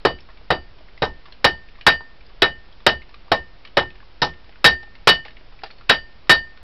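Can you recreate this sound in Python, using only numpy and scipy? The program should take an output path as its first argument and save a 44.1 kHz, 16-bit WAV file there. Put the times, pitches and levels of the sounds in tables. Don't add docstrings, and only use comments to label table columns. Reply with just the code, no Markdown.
import sys
import numpy as np
from scipy import signal
from scipy.io import wavfile

SR = 44100
rng = np.random.default_rng(int(sys.argv[2]) if len(sys.argv) > 2 else 0)


def unload_audio(sound):
    columns = np.transpose(np.atleast_2d(sound))
    steps = np.round(np.clip(columns, -1, 1) * 32767)
    wavfile.write(sys.argv[1], SR, steps.astype(np.int16))


def makeup_ratio(level_db):
    decades = np.asarray(level_db, float) / 20
    return 10 ** decades


N = 292368

# frequency in Hz, level in dB per Hz.
AIR_SPECTRUM = [(12, -10), (25, 2), (76, -12), (145, -18.5), (316, -21), (600, -22.5), (1030, -24.5),
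                (1890, -27.5), (2500, -27), (4000, -30), (6500, -28.5)]
# frequency in Hz, t60 in seconds.
ROOM_T60 = [(40, .4), (160, 0.3), (420, 0.21), (1100, 0.16), (2900, 0.155), (6000, .165)]
EDGES_HZ = 22 * 2 ** np.arange(0, 8.6, .5)

# start in seconds, level in dB, pitch in Hz.
TAPS = [(.186, -38.5, 2380), (.204, -37.5, 5360), (0.412, -49, 600), (.807, -43, 610), (0.884, -42.5, 1780),
        (1.283, -39, 970), (1.686, -42.5, 2490), (1.753, -40, 1880), (1.787, -41, 1040), (1.81, -29, 2480),
        (2.007, -32, 943), (2.207, -43, 2330), (2.264, -47, 4840), (2.725, -45, 3290), (3.019, -36, 2160),
        (3.281, -40, 1050), (3.903, -39.5, 2560), (3.954, -41, 2260), (4.002, -42, 1660),
        (4.028, -43.5, 1090), (4.336, -39.5, 2170), (4.524, -45, 2170), (4.557, -42, 1550),
        (4.876, -45, 760), (5.368, -36.5, 2270), (5.41, -42.5, 590), (5.59, -40.5, 2360),
        (5.618, -44, 1600), (5.81, -37.5, 1330), (2.685, -48, 1000)]
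# start in seconds, level in dB, pitch in Hz.
RATTLES = [(.002, -48, 4240), (0.302, -49, 1824), (.372, -42.5, 2280), (.785, -44.5, 980),
           (.933, -50, 3080), (0.976, -38, 2010), (1.323, -34, 4210), (2.803, -43.5, 1120),
           (3.092, -43, 920), (3.142, -36.5, 1170), (3.65, -31, 2320), (3.673, -39, 3040),
           (4.443, -47, 1160), (4.492, -42.5, 726), (4.83, -36.5, 820), (4.952, -39, 2160),
           (5.282, -36, 1770), (5.306, -42, 2200), (5.635, -21.5, 760), (5.703, -37.5, 1340),
           (5.71, -37, 4370), (5.783, -43, 4320), (5.891, -28.5, 2560), (6.271, -43, 1134),
           (6.573, -43, 1460)]
# start in seconds, level in dB, pitch in Hz, width in octaves.
SLIDES = [
    (.287, -45, 1060, 0.6),
    (1.255, -42, 1160, 3),
    (2.295, -49.5, 1130, 1.3),
    (5.25, -36.5, 2180, 1.3),
    (5.256, -39.5, 616, 0.7),
    (5.524, -49, 1050, 1.4),
    (5.637, -34.5, 685, 0.5),
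    (5.654, -52, 1840, .4),
    (5.66, -40, 1780, 3.7),
]
SETTLES_S = [.186, 3.019, 3.904, 5.25]

# start in seconds, crack level in dB, thud level in dB, first burst in dB over the tail,
# brightness in dB per octave.
BLOWS = [(0.051, -13.5, -12, 11, 2), (0.5045, -14, -12, 6.5, 0.5), (1.0211, -15.5, -13.5, -1.5, 4.5),
         (1.445, -6, -11.5, 12.5, 3.5), (1.8667, 1, -11, 6, 2), (2.4208, -3, -14, 0.5, 0.1),
         (2.866, -4, -12, 6, 1.2), (3.3176, -12, -12.5, 4.5, 4), (3.7705, -8, -11, -1, 0.5),
         (4.219, -11, -13, -1, 8.5), (4.6444, 4.5, -9.5, 12, 3), (5.0738, 5, -12, 13, 2.5),
         (5.8953, 0.8, -16, -2.5, 1.5), (6.296, 1.5, -12, 15.5, 2.5)]
# steps along (-1.5..1.5), steps across (-1.5..1.5),
# gain of the main ring in dB as the bar muffles or frees it.
SPOTS = [(1.3, 1.3, -3.5), (0.27, 1.4, -2.3), (-0.58, -0.42, 2.5), (0.03, 0.046, 1.5), (-0.77, 0.55, 0.1),
         (0.39, -0.33, 0.8), (0.44, -0.12, -1.5), (-0.15, -0.085, 4), (0.32, -1.2, 2.6),
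         (-0.84, -0.58, 1.5), (-1.4, -0.23, -1.5), (0.91, -1.1, -2.5), (-0.8, 0.51, -4.5), (-0.2, 0.4, 2)]
# frequency in Hz, level in dB per Hz.
THUD = [(40, -25), (150, -14.5), (300, -13), (500, -6.5), (850, -5.5), (1300, -14.5), (2200, -21.5),
        (6000, -35)]
CRACK = [(40, -54), (500, 6), (1200, 6), (1800, 9.5), (2600, 0), (3800, 4), (4700, -2.5), (5400, -7),
         (6500, 0.5)]
BOOM = [(25, -11.5), (65, -8), (140, -7.5), (240, -16.5), (500, -41.5), (6000, -61.5)]
# frequency in Hz, level in dB, t60 in seconds.
FLOOR = [(138, -4.5, 0.073), (68, -10.5, .12)]
# frequency in Hz, level in dB, t60 in seconds.
REBOUND = [(67, -17, .2), (100, -26, .12)]
# frequency in Hz, level in dB, t60 in seconds.
STUMP = [(366, -15, .33), (474, -7, .16), (657, -4, .12), (785, -6, .11), (841, -2, .13), (1083, -6, .12),
         (1203, -6, .12), (1292, -6, .12), (1490, -8, .1), (1543, -8, .1)]
# frequency in Hz, level in dB, t60 in seconds.
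ANVIL = [
    [(1810, 0, .23), (1810, -23, .5), (1782, -11, .14), (1730, -3, .06)],
    [(2961, 0, .205), (3160, -18, .2)],
    [(3845, -3, .11), (3812, -3, .11), (3750, -9, .1)],
    [(4680, 0, .28)],
    [(4590, 0, .17), (4320, -9, .17), (5255, -5, .1)],
]
# level in dB over the crack, dB per step along,
# dB per step across, dB per burst dB.
VOICE_LAW = [(-7.5, -0.26, 0.75, 0.2054), (-12, 4, 0.75, 0.0654), (-8, -2.5, -0.1, 0.37),
             (-26.5, -0.6, 6.5, 0.16), (-32, 1.2, 0.6, 1.45)]

BUILD_UP_S = .0007


def at_hz(points, hz):
    points = np.array(points)
    return np.interp(np.log(hz), np.log(points[:, 0]), points[:, 1])


def convolve(x, response):
    return signal.fftconvolve(x, response)[:N]


def clicks(times, levels_db):
    out = np.full(N, 1e-18)
    out[np.round(np.asarray(times) * SR).astype(int)] = makeup_ratio(np.asarray(levels_db))
    return out


def ring(x, hz, t60):
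    radius = makeup_ratio(-60 / (t60 * SR))
    angle = 2 * np.pi * hz / SR
    return signal.lfilter([0, np.sin(angle)], [1, -2 * radius * np.cos(angle), radius * radius], x)


def bands(size):
    white = rng.standard_normal((2, size + 8000))
    for k, (low, high) in enumerate(zip(EDGES_HZ, EDGES_HZ[1:])):
        sos = signal.butter(2, [low, high], "band", fs=SR, output="sos")
        yield np.sqrt(low * high), signal.sosfilt(sos, white[k % 2])[8000:]


def drift(rate_hz):
    r = np.exp(-80 * np.pi * rate_hz / SR)
    slow = signal.lfilter([1], [1, -2 * r, r * r], rng.standard_normal(N // 40 + 2002))[2000:]
    return np.interp(np.arange(N) / 40, np.arange(len(slow)), slow / slow.std())


def air(level_db, patchy_db, rumble_db):
    together = drift(6.0)
    out = 0
    for hz, noise in bands(N):
        flicker_db = patchy_db * (together + drift(25)) + rumble_db * drift(13.0) * (hz < 120)
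        out = out + makeup_ratio(at_hz(AIR_SPECTRUM, hz) + flicker_db) * noise
    return makeup_ratio(level_db) * out / out.std()


def workshop(x, direct_db, wet_db, t60):
    t = np.arange(SR // 2) / SR
    tail = rng.standard_normal(len(t)) * (1 - np.exp(-t / BUILD_UP_S)) * makeup_ratio(-60 * t / t60)
    return makeup_ratio(direct_db) * x + makeup_ratio(wet_db) * convolve(x, tail / np.sqrt(np.sum(tail ** 2)))


def touches():
    half = 2 ** 0.25
    taps = [(s, db, hz, hz / half, hz * half, 0.027) for s, db, hz in TAPS]
    rattles = [(s, db, hz, min(1000, .85 * hz), 4400, 0.031) for s, db, hz in RATTLES]
    slides = [(s, db, hz, hz / 2 ** (width / 2), hz * 2 ** (width / 2), 0.1) for s, db, hz, width in SLIDES]
    return taps + rattles + slides


def tongs_and_bar():
    out, t = np.zeros(N + SR), np.arange(SR // 5) / SR
    for s, db, pitch_hz, low_hz, high_hz, t60 in touches():
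        sos = signal.butter(1, [low_hz, high_hz], "band", fs=SR, output="sos")
        puff = signal.sosfilt(sos, rng.standard_normal(len(t)))
        note = makeup_ratio(2.5 - 60 * t / .08) * np.sin(2 * np.pi * pitch_hz * t)
        fade = (1 - np.exp(-t / 0.0008)) * makeup_ratio(-60 * t / np.clip(t60, .008, .15))
        out[round(s * SR):][:len(t)] += makeup_ratio(db + 1.0) * fade * (puff / puff.std() + note)
    contacts = out[:N]
    hum = sum(ring(contacts, hz, t60) for (hz, db, t60), *others in ANVIL)
    return workshop(contacts + makeup_ratio(-54) * hum, direct_db=-1.5, wet_db=-7, t60=.1)


def echoes():
    burst_t60_s, grain_db, late_cycles = .045, 2.5, .5
    out, t = np.zeros(N + SR), np.arange(SR // 3) / SR
    for hz, noise in bands(N + SR):
        noise[:N] *= makeup_ratio(grain_db * drift(min(hz / 8, 120)))
        for s, crack_db, thud_db, burst_db, tilt_db in BLOWS:
            crack = crack_db - 2.0 + at_hz(CRACK, hz) + tilt_db * np.log2(hz / 2500)
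            thud = thud_db + 19.5 + at_hz(THUD, hz)
            boom = thud_db + 9.5 + at_hz(BOOM, hz)
            level = np.linalg.norm(makeup_ratio([crack, thud, boom]))
            soft_s = .00025 * max(-6 - crack_db, 0)
            swell = 1 - np.exp(-t / (BUILD_UP_S + soft_s + late_cycles / hz))
            t60 = (.86 + .002 * burst_db) * at_hz(ROOM_T60, hz)
            fade = makeup_ratio(-60 * t / t60) * (1 + makeup_ratio(burst_db - 60 * t / burst_t60_s))
            start = round((s - .0012) * SR)
            out[start:start + len(t)] += level * swell * fade * noise[start:start + len(t)]
    return out[:N]


def struck(times, levels_db, modes, spread_db, swell_t60):
    luck, out = rng.standard_normal((len(times), len(modes))), 0
    for k, (hz, db, t60) in enumerate(modes):
        uneven_db = spread_db * luck[:, k] * (db < 0)
        hits = clicks(times, levels_db + db + uneven_db)
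        out = out + ring(hits, hz, t60) - ring(hits, hz, swell_t60)
    return out


def floor(times, thud_db):
    at_blow = struck(times, thud_db, FLOOR, spread_db=2.5, swell_t60=0.02)
    heave = struck(times + .07, thud_db, REBOUND, spread_db=-2.0, swell_t60=0.045)
    return at_blow + heave


def stump(times, thud_db):
    return struck(times, thud_db - 4.5, STUMP, spread_db=3.0, swell_t60=0.019)


def settling():
    choke_db, settle_s = 9.5, 0.017
    t, db, blows = np.arange(N) / SR, np.zeros(N), np.array(BLOWS)[:, 0]
    for s in SETTLES_S:
        until = blows[blows > s][0] - .01
        db -= choke_db * np.clip((t - s) / settle_s, 0, 1) * (t < until)
    return makeup_ratio(db)


def anvil(times, crack_db, burst_db):
    along, across, muffle_db = np.transpose(SPOTS)
    out = 0
    for k, (db, per_along, per_across, per_burst) in enumerate(VOICE_LAW):
        voice_db = crack_db + db + per_along * along + per_across * across + per_burst * burst_db
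        if k == 0:
            voice_db = voice_db + muffle_db
        out = out + makeup_ratio(1.5 * drift(30)) * struck(times, voice_db, ANVIL[k], spread_db=2, swell_t60=.014)
    return settling() * out


def hammer():
    s, crack_db, thud_db, burst_db, _ = np.transpose(BLOWS)
    s = s - .001
    return floor(s, thud_db) + stump(s, thud_db) + echoes() + anvil(s, crack_db, burst_db)


def scene():
    return (air(level_db=-47, patchy_db=0.03, rumble_db=3.5) + tongs_and_bar() + hammer())[None]


def roll_off(x):
    return signal.sosfilt(signal.butter(12, 16870, fs=SR, output="sos"), x)


def record(dry):
    preamp_limit, offset, final_limit = 0.79, 0.0078, .725
    flat = np.clip(dry, -preamp_limit, preamp_limit)
    dull = signal.sosfilt(signal.butter(2, 5650, fs=SR, output="sos"), flat)
    taps = signal.firwin(151, 5480, window=("kaiser", 10), fs=SR)
    narrow = signal.fftconvolve(dull, taps[None], "same")
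    clipped = np.clip(narrow + offset, -final_limit, final_limit)
    smooth = signal.sosfilt(signal.cheby2(12, 60, 16900, fs=SR, output="sos"), clipped)
    return roll_off(smooth)


dry = scene()
out = record(dry)
unload_audio(out)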